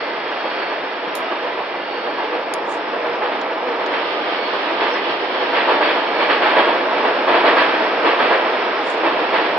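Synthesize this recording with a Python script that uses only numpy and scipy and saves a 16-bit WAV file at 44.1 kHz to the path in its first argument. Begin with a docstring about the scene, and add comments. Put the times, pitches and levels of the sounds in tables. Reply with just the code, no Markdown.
"""On a slope far above a wooded valley, a freight train of tank wagons is heard rolling through.
Rough wheels roar on the rails and clack over a joint, mostly in fours, louder in the second half.
The trees smear each clack and the hills make it linger. The wheels' guiding rims (flanges) scrape
in the curve and steel parts sing faintly, over soft, low thuds and a faint rumble.
Close to the microphone there are a few tiny ticks and crackles of dry leaves."""
import sys
import numpy as np
from scipy import signal
from scipy.fft import rfft, irfft
from scipy.io import wavfile
from scipy.ndimage import uniform_filter1d, minimum_filter1d

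SR = 44100
rng = np.random.default_rng(int(sys.argv[2]) if len(sys.argv) > 2 else 0)


def inscribe(sig):
    """Save sig as 16-bit PCM at rate SR to the path in sys.argv[1].

    A 1-D sig is mono; a 2-D sig holds one channel per row.
    Samples are clipped to [-1, 1] before scaling.
    """
    pcm = np.round(np.clip(np.atleast_2d(sig).T, -1, 1) * 32767)
    wavfile.write(sys.argv[1], SR, pcm.astype(np.int16))


N = 422478
TIME, HZ = np.arange(N) / SR, np.fft.rfftfreq(N, 1 / SR)
TREBLE_LIMIT_HZ = 5600  # the train sounds dull, with nothing above about this frequency

# Rolling grows louder as the train nears: time_s, roar_db, hiss_db
ROLLING_LEVELS = [(0, -26, -26.5), (1.849, -27, -29.5), (3.3, -24, -28), (5.201, -23.5, -29),
                  (6.498, -21.0, -26), (7.6, -19.5, -23), (8.7, -22, -25), (9.58, -21.5, -26.5)]
# Tone colour (how strong the lows and highs are) of rolling: frequency_hz, level_db
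ROLLING_COLOUR = [(30, -55.5), (85, -55), (120, -48.5), (160, -26), (205, -12), (310, 0), (450, 0.5),
                  (900, 0.5), (1400, -4), (2500, -10), (3300, -15), (3900, -20), (4500, -25.5), (5600, -24)]
# Peaks and dips in the sound that rails and wheels give off: centre_hz, width_hz, lift_db
STEEL_RESONANCES = [(443, 57, 0.5), (498, 96, 2), (544, 40, -1.8), (657, 170, 3), (765, 43, -2.5),
                    (863, 140, 1.5), (1424, 100, -2), (1600, 140, 1.5), (2140, 75, -2), (2280, 180, 1),
                    (3370, 110, 2), (3660, 110, 1.5), (4390, 330, 3.5)]
# Wheels hit a joint, mostly four axles in a row: start_s, level_db, clash_offset_db, smear_s
JOINT_HITS = [(0.44, -20.5, -9, 0.017), (.575, -27.5, -4, .035), (.70, -27, -5.5, .04),
              (1.064, -26, -4.5, 0.031), (1.185, -25.5, -9, 0.058), (1.312, -21.5, -7, 0.022),
              (1.431, -26.5, -11, 0.079), (1.572, -25, -7, 0.034), (1.735, -27.5, -11.5, 0.033),
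              (1.928, -29, -4.5, 0.038), (2.048, -22.5, -15.5, 0.049), (2.172, -22.5, -10, 0.061),
              (2.32, -24, -5.5, 0.049), (2.54, -24.5, -19.5, 0.041), (2.674, -20, -17.5, 0.014),
              (2.93, -23, -9, 0.032), (3.042, -25, -9, 0.055), (3.208, -23, -2, 0.06),
              (3.305, -26, -1, 0.044), (3.552, -28.5, -12, 0.02), (3.67, -26, -19, 0.032),
              (3.79, -24.5, -5.5, 0.072), (3.915, -25.5, 0, 0.056), (4.135, -34, -10, 0.021),
              (4.258, -30, 1, 0.042), (4.53, -25.5, -5, 0.036), (4.655, -26.5, -1, 0.1),
              (4.795, -19, -4.5, 0.077), (4.94, -23, 1, 0.035), (5.06, -21, -26, 0.039),
              (5.405, -21.5, -3, 0.036), (5.528, -19, 0, 0.086), (5.676, -16, -5.5, 0.082),
              (5.803, -21, 0, 0.12), (5.945, -23, -10, 0.086), (6.184, -21, 1, 0.058),
              (6.288, -17.5, 3, 0.046), (6.412, -18.5, -1, 0.11), (6.558, -12.5, -1.5, 0.045),
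              (6.668, -17, -7, 0.052), (6.954, -23, -5, 0.067), (7.035, -18, -4.5, 0.058),
              (7.272, -13.5, -6, 0.049), (7.33, -17, -2, 0.073), (7.436, -14, -2, 0.07),
              (7.564, -15.5, 1.5, 0.051), (7.722, -21, -13, 0.052), (8.042, -15, -3.5, 0.07),
              (8.182, -17.5, -2.5, 0.099), (8.302, -14.5, -5.5, .052), (8.44, -20.5, -5.5, 0.035),
              (9.028, -18, -5.5, 0.084), (9.155, -22.5, -7.5, 0.086), (9.322, -19, -2, 0.087),
              (9.44, -29, 5.5, 0.016)]
# Tone colour of those hits: frequency_hz, level_db
HIT_COLOUR = [(30, -53), (85, -50), (120, -37), (200, -15.5), (310, -0.5), (500, 0), (900, 0), (1300, -3.5),
              (1750, -2.5), (2600, -6), (3300, -9.5), (3900, -16), (4500, -19), (5600, -30.5)]
# Notes of a struck bogie, the frame that holds the wheels: pitch_hz, level_db, fade_60db_s
BOGIE_NOTES = [(354.5, 1, 0.29), (493, 3.5, 0.16), (593, 0, 0.21), (654, -3, 0.082), (889, -3, 0.2),
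               (967, -3, 0.45), (1127, 0, 0.27), (1683, -6, 0.35), (2260, -11.5, 0.14), (2620, -17, .12)]
# Notes of a struck wheel: pitch_hz, level_db, fade_60db_s
WHEEL_NOTES = [(1132, 1, 0.51), (1650, 0.5, 0.36), (1807, -2, 0.29), (1990, -2, 0.42), (2253, -5, 0.24),
               (2564, -3.5, 0.56), (2895, -2, 0.13), (3230, -4, 0.26), (3570, -8, .25), (4350, -15, .2)]
# How loudly the flanges scrape the rail: time_s, level_db
FLANGE_LEVELS = [(0, -58.5), (3.3, -51.5), (3.6, -49.5), (4, -28.5), (5.8, -27.5), (6.8, -35.5), (7.3, -41),
                 (9.58, -30.5)]
# Tone colour of the scraping: frequency_hz, level_db
FLANGE_COLOUR = [(100, -65), (800, -8), (1600, 2), (2400, -2), (2950, -0.5), (3200, -1), (3900, -8),
                 (4400, -10.5), (5500, -17)]
# Thin tones from the parts under the wagons: peak_s, fade_s, pitch_hz, width_hz, level_db
SINGING_TONES = [(.42, 0.26, 3260, 18, -39.5), (1.09, 0.076, 487, 22, -29), (1.303, 0.042, 1274, 22, -30),
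                 (1.5, 0.079, 473, 20, -29), (2.37, 0.089, 486, 26, -28.5), (3.05, .08, 480, 20, -28.5),
                 (3.29, 0.056, 482, 18, -30), (3.7, 0.096, 478, 25, -30.5), (3.98, .08, 475, 22, -34),
                 (3.98, 0.1, 3160, 41, -41), (4.28, 0.099, 3210, 33, -36.5), (4.321, 0.73, 1216, 47, -34),
                 (4.397, .1, 2250, 60, -34), (4.45, 0.055, 4425, 80, -37.5), (4.94, 0.044, 5330, 66, -40),
                 (5.13, .07, 3180, 31, -39), (5.34, 0.08, 3160, 30, -41), (5.47, 0.098, 503, 14, -34),
                 (5.837, 0.074, 587, 11, -24), (5.854, 0.045, 4500, 80, -39), (5.92, .05, 3280, 38, -34),
                 (6.03, 0.074, 3172, 27, -35.5), (6.216, 0.12, 2280, 72, -29.5),
                 (6.219, .1, 4320, 80, -37.5), (6.62, 0.1, 3230, 60, -32), (9.118, 0.16, 2660, 55, -36.5)]
# Notes that keep ringing in the first wheels: pitch_hz, width_hz, level_db
HUM_NOTES = [(1760, 53, -46), (2060, 94, -43.5), (2400, 110, -48.5), (2840, 200, -43.5), (3250, 85, -46),
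             (3660, 90, -50.5), (4450, 510, -48.5)]
# That hum fades as those wheels roll away: time_s, gain_db
HUM_FADE = [(0, -0.5), (2.1, 0), (2.7, -14.5), (4, -30)]
# Soft, low thuds: peak_s, level_db, pitch_hz
LOW_THUDS = [(.16, -58, 111), (.72, -59.5, 109), (1.57, -60, 126), (1.72, -57, 118), (2.1, -59, 120),
             (2.49, -58, 124), (2.87, -60, 123), (3.09, -50, 116), (3.68, -57, 123.5), (3.93, -61, 120),
             (4.1, -53, 119), (4.81, -52, 122), (5.51, -54, 121), (6.3, -52, 122), (6.44, -50, 142),
             (6.62, -47, 141), (6.83, -50, 120), (7.31, -45, 116), (7.64, -48, 125), (7.74, -51, 112),
             (9.13, -51, 142), (9.35, -45, 138)]
# Small dry ticks close by: start_s, level_db, dull_above_hz, decay_s
NEAR_TICKS = [(1.152, -29.5, 14600, 0.019), (2.5375, -17, 11000, 0.0019), (3.413, -25, 5830, 0.0026),
              (3.862, -24, 5630, 0.0037), (8.946, -33, 6540, 0.0023), (8.98, -32, 7000, 0.0022)]
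# Hollow tone colour of the ticks: frequency_hz, level_db
HOLLOW_COLOUR = [(150, -72), (1500, -6), (3000, -4.5), (4000, 3), (5200, -1.5), (6000, -6), (7100, 0.5),
                 (7900, -19), (9500, 4), (11200, -9), (12500, -3), (14200, -8), (15500, -33)]
# Dry leaves crackle close by: peak_s, fade_s, level_db
LEAF_RUSTLES = [(2.727, 0.041, -46), (8.898, 0.049, -48)]
# Tone colour of the leaves: frequency_hz, level_db
LEAF_COLOUR = [(150, -69), (1500, -17), (3500, -2), (5300, -7), (6600, 9), (8000, 2.5), (9800, -3),
               (10800, -20), (13000, -65)]
# How alike the microphone's two sides sound: frequency_hz, likeness_0_to_1
MIC_LIKENESS = [(150, .97), (300, .99), (450, 0.95), (900, 0.81), (1400, 0.56), (2800, 0.68), (3500, 0.38),
                (4200, 0.28), (5500, 0.2)]
# How far the left side's wave runs ahead of the right: frequency_hz, lead_radians
MIC_LEAD = [(100, 0.037), (600, -0.089), (1000, -0.59), (2400, -0.6), (3400, -0.39), (4100, -1.2),
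            (5200, -1.9)]
# Which side is louder: frequency_hz, left_minus_right_db
MIC_BALANCE = [(100, 0.5), (700, -1), (1300, -1.5), (3000, -1.5), (3800, -0.5), (4450, -3), (5500, -2.5)]
# Echoes from things beside the microphone: delay_s, left_gain, right_gain
NEAR_ECHOES = [(.0022, 0.03, 0.06), (.0028, 0.091, -0.12), (.006, .06, 0.039)]


def rolling(wagon_s=0.81, swell_at_s=0.57, swell_db=0.87, jolt_db=0.5, flutter_db=0.5):
    """Rough wheels on rough rails roar and hiss, throbbing as the wagons jostle. Gives a spectrum."""
    times, roar_points, hiss_points = np.transpose(ROLLING_LEVELS)
    jostle = wander(1.7, 31)
    flutter = unit_level(jostle + 2.1 * wander(2.6, 7.5))
    swell = np.cos(2 * np.pi * (TIME - swell_at_s) / wagon_s)  # once for each wagon
    roar_db = np.interp(TIME, times, roar_points) + jolt_db * jostle
    hiss_db = np.interp(TIME, times, hiss_points) + swell_db * swell + flutter_db * flutter
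    track, wheels = track_and_wheels(ROLLING_COLOUR)
    roar = rfft(rng.standard_normal((2, N)) * gain_of(roar_db)) * track
    hiss = rfft(rng.standard_normal((2, N)) * gain_of(hiss_db)) * wheels
    return roar + hiss


def clacks(thump_rise_s=0.0064, clash_rise_s=0.02, hop_s=0.12, echo_fade_s=1.5, paths_per_s=6000):
    """A wheel hits the joint: a thump, a steel clash just behind, and ringing. Gives a spectrum."""
    t = np.arange(2 * SR) / SR
    strike = np.exp(-t / 0.023)
    landing = np.interp(t - hop_s, t, strike, left=0)  # the wheel hops and lands again
    hard_front = 1 + 0.4 * strike + 0.13 * landing
    echo_fade = gain_of(-7.5 - 60 * t / echo_fade_s)
    thumps, clashes, rings = np.zeros((3, 2, N))
    for start_s, level_db, clash_offset_db, smear_s in JOINT_HITS:
        noise = rng.standard_normal((2, len(t)))
        # The trees scatter the hit, so it arrives along many paths; the hills add a long echo.
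        paths = unit_level(rng.choice([-1., 1.], noise.shape) * (rng.random(len(t)) < paths_per_s / SR))
        scattered = paths * hard_front * np.exp(-(t / smear_s) ** 2 / 2)
        hill_echo = noise * echo_fade * np.sqrt(smear_s / 0.038)
        hit = scattered + hill_echo
        steel_db = level_db + clash_offset_db
        add(thumps, start_s, gain_of(level_db - 2) * hit * (1 - np.exp(-t / thump_rise_s)))
        add(clashes, start_s, gain_of(steel_db - 0.47) * hit * (1 - np.exp(-t / clash_rise_s)))
        bogie = steel_ring(BOGIE_NOTES, detune=0.035, uneven_db=0, rise_s=0.0033)
        wheel = steel_ring(WHEEL_NOTES, detune=0.015, uneven_db=4, rise_s=0.024)
        add(rings, start_s, gain_of(level_db + 1) * bogie + gain_of(steel_db + 1) * wheel)
    track, wheels = track_and_wheels(HIT_COLOUR)
    bass_cut = HZ ** 6 / (HZ ** 6 + 260 ** 6)  # below 260 Hz
    return rfft(thumps) * track + rfft(clashes) * wheels + rfft(rings) * bass_cut


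def steel_ring(notes, detune, uneven_db, rise_s):
    """Struck steel rings with several fading notes, tuned a little differently on each hit."""
    t = np.arange(SR // 3) / SR
    pitch_hz, level_db, fade_s = np.transpose(notes)[:, :, None]
    mistune, phase, strength = rng.uniform(-1, 1, (3, len(notes), 1))
    pitch_hz = pitch_hz * (1 + detune * mistune)
    level_db = level_db + uneven_db * strength
    waves = gain_of(level_db - 60 * t / fade_s) * np.exp(1j * np.pi * (2 * pitch_hz * t + phase))
    sound = waves.sum(0) * (1 - np.exp(-t / rise_s)) / np.linalg.norm(gain_of(level_db))
    return np.array([sound.real, sound.imag])


def flange_scrape(chatter_db=1.0, direct_gain=0.46, lead_s=0.00007, pan_db=-1.6):
    """Flanges rub the rail with an uneven hiss. Most is scattered; the direct part arrives left first."""
    level_db = np.interp(TIME, *np.transpose(FLANGE_LEVELS)) + chatter_db * wander(2.7, 6.9)
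    rubbing = rng.standard_normal((3, N)) * gain_of(level_db)
    left, right, direct = rfft(rubbing) * unit_level(steel_filter(FLANGE_COLOUR))
    early = direct * np.exp(2j * np.pi * HZ * lead_s)
    pair = np.array([left + direct_gain * early, right + direct_gain * direct])
    return irfft(pair, N) * gain_of([[pan_db], [-pan_db]]) / np.hypot(1, direct_gain)


def steel_singing():
    """Rubbed steel sings in thin tones that swell and fade. Gives a spectrum."""
    out, t = np.zeros((2, N)), np.arange(2 * SR) / SR
    frequencies = np.fft.rfftfreq(len(t), 1 / SR)
    for peak_s, fade_s, pitch_hz, width_hz, level_db in SINGING_TONES:
        start_s = max(peak_s - 1, 0)
        noise = rfft(rng.standard_normal((2, len(t))))
        tone = unit_level(irfft(noise * resonance(frequencies, pitch_hz, width_hz)))
        add(out, start_s, gain_of(level_db) * tone * hump(start_s + t, peak_s, fade_s))
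    return rfft(out)


def wheel_hum(waver_db=3.0):
    """Rolling keeps the wheels ringing, and each note wavers on its own. Gives a spectrum."""
    times = np.linspace(0, N / SR, 60)
    fade_db = np.interp(times, *np.transpose(HUM_FADE))
    out = np.zeros((2, len(HZ)), complex)
    for pitch_hz, width_hz, level_db in HUM_NOTES:
        wavering = gain_of(fade_db + level_db + waver_db * rng.standard_normal(len(times)))
        noise = rng.standard_normal((2, N)) * np.interp(TIME, times, wavering)
        out += rfft(noise) * unit_level(resonance(HZ, pitch_hz, width_hz))
    return out * (HZ < TREBLE_LIMIT_HZ)


def low_thuds(gain_db=-7.0, fade_s=0.05):
    """Soft, low thuds that swell and fade briefly. Gives a spectrum."""
    out, t = np.zeros((2, N)), np.arange(SR // 2) / SR - 0.25
    for peak_s, level_db, pitch_hz in LOW_THUDS:
        thud = hump(t, 0, fade_s) * np.sin(2 * np.pi * pitch_hz * t)
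        add(out, peak_s + t[0], gain_of(level_db + gain_db) * np.array([thud, thud]))
    return rfft(out)


def low_rumble(level_db=-58.0, centre_hz=162, width_hz=24, lump_db=3.0):
    """A faint, low, uneven rumble. Gives a spectrum."""
    lumps = unit_level(gain_of(lump_db * wander(1.8, 4.8)))
    noise = rfft(rng.standard_normal((2, N)))
    drone = unit_level(irfft(noise * hump(HZ, centre_hz, width_hz), N))
    return rfft(gain_of(level_db) * drone * lumps)


def ticks(pan_db=1.0, tail_db=-23, tail_s=0.013, crackle_db=3):
    """Each dry snap breaks into a very short, uneven crackle, a little to the left."""
    out, t = np.zeros((2, N)), np.arange(SR // 8) / SR
    tail = gain_of(tail_db) * np.exp(-t / tail_s)
    for start_s, level_db, dull_above_hz, decay_s in NEAR_TICKS:
        treble_cut = signal.butter(6, dull_above_hz, fs=SR, output="sos")
        flicker = unit_level(uniform_filter1d(rng.standard_normal(len(t)), size=90))
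        crackle = unit_level(gain_of(crackle_db * flicker)) * rng.standard_normal((2, len(t)))
        snap = signal.sosfilt(treble_cut, crackle) * (np.exp(-t / decay_s) + tail)
        add(out, start_s, gain_of(level_db) * snap)
    hollow = unit_level(gain_of(frequency_curve(HOLLOW_COLOUR)))
    return irfft(rfft(out) * hollow, N) * gain_of([[pan_db], [-pan_db]])


def leaves(snaps_per_s=350, spread_db=3):
    """Dry leaves crackle: tiny snaps of uneven size grow louder and fade again."""
    swell = sum(gain_of(level_db) * hump(TIME, peak_s, fade_s)
                for peak_s, fade_s, level_db in LEAF_RUSTLES)
    sizes = gain_of(spread_db * np.minimum(rng.exponential(1, (2, N)), 3))
    signs = rng.choice([-1., 1.], (2, N))
    snaps = unit_level(sizes * signs * (rng.random((2, N)) < snaps_per_s / SR))
    return irfft(rfft(snaps * swell) * unit_level(gain_of(frequency_curve(LEAF_COLOUR))), N)


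def steel_filter(colour):
    """A dull filter: a tone colour shaped by the steel's resonances, with no high treble."""
    lift_db = sum(db * resonance(HZ, centre_hz, width_hz) for centre_hz, width_hz, db in STEEL_RESONANCES)
    treble_cut = np.clip((TREBLE_LIMIT_HZ - HZ) / 400 + 0.5, 0, 1)
    return gain_of(frequency_curve(colour) + lift_db) * treble_cut


def track_and_wheels(colour, split_hz=1200):
    """Two filters of equal power: the track gives off the lows, the wheels the highs."""
    shape = steel_filter(colour)
    low_share = 1 / (1 + (HZ / split_hz) ** 10)
    return unit_level(shape * np.sqrt(low_share)), unit_level(shape * np.sqrt(1 - low_share))


def microphone(spectra):
    """Turns two spectra into left and right sound: alike in the bass, less so in the treble."""
    first, second = spectra
    likeness = frequency_curve(MIC_LIKENESS)
    tilt = gain_of(frequency_curve(MIC_BALANCE) / 2)
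    left = first * tilt * np.exp(1j * frequency_curve(MIC_LEAD))
    right = (likeness * first + np.sqrt(1 - likeness ** 2) * second) / tilt
    echoes = sum(np.array([[left_gain], [right_gain]]) * np.exp(-2j * np.pi * HZ * delay_s)
                 for delay_s, left_gain, right_gain in NEAR_ECHOES)
    return irfft(np.array([left, right]) * (1 + echoes), N)


def gain_of(db):
    """Turns decibels into a number to multiply by."""
    return 10 ** (np.asarray(db) / 20)


def unit_level(x):
    """Scales a signal to an average power of 1."""
    return x / np.sqrt(np.mean(x ** 2) + 1e-20)


def hump(x, centre, width):
    """A bell curve: 1 at the centre, about a third at one width away."""
    return np.exp(-((x - centre) / width) ** 2)


def resonance(hz, centre_hz, width_hz):
    """How strongly a ringing part answers each frequency."""
    return 1 / (1 + (2 * (hz - centre_hz) / width_hz) ** 2)


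def frequency_curve(points):
    """Joins a table's points with lines, on a scale of octaves."""
    hz, values = np.transpose(points)
    return np.interp(np.log(HZ + 1), np.log(hz + 1), values)


def wander(slow_hz, fast_hz):
    """A smooth random curve that wobbles between two rates."""
    noise = rfft(rng.standard_normal(N))
    return unit_level(irfft(noise * (HZ > slow_hz) / (1 + (HZ / fast_hz) ** 4), N))


def add(mix, start_s, sound):
    """Mixes in a two-channel sound at the given time."""
    part = mix[:, max(round(start_s * SR), 0):][:, :sound.shape[1]]
    part += sound[:, :part.shape[1]]


def scene():
    """The far train, with the ticks and leaves nearby."""
    train = rolling() + clacks() + steel_singing() + wheel_hum()
    return microphone(train + low_thuds() + low_rumble()) + flange_scrape() + ticks() + leaves()


def record(dry, fade_in_s=0.008, top_hz=15000):
    """Turns down peaks that pass full scale, fades in quickly and cuts the highest treble."""
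    safe_gain = 1 / np.maximum(abs(dry).max(axis=0), 1)
    smooth_gain = uniform_filter1d(minimum_filter1d(safe_gain, size=401), size=401)
    limited = dry * smooth_gain * np.minimum(TIME / fade_in_s, 1)
    treble_cut = signal.firwin(511, top_hz, window=("kaiser", 9), fs=SR)
    return signal.oaconvolve(limited, treble_cut[None], "same")


dry = scene()
out = record(dry)
inscribe(out)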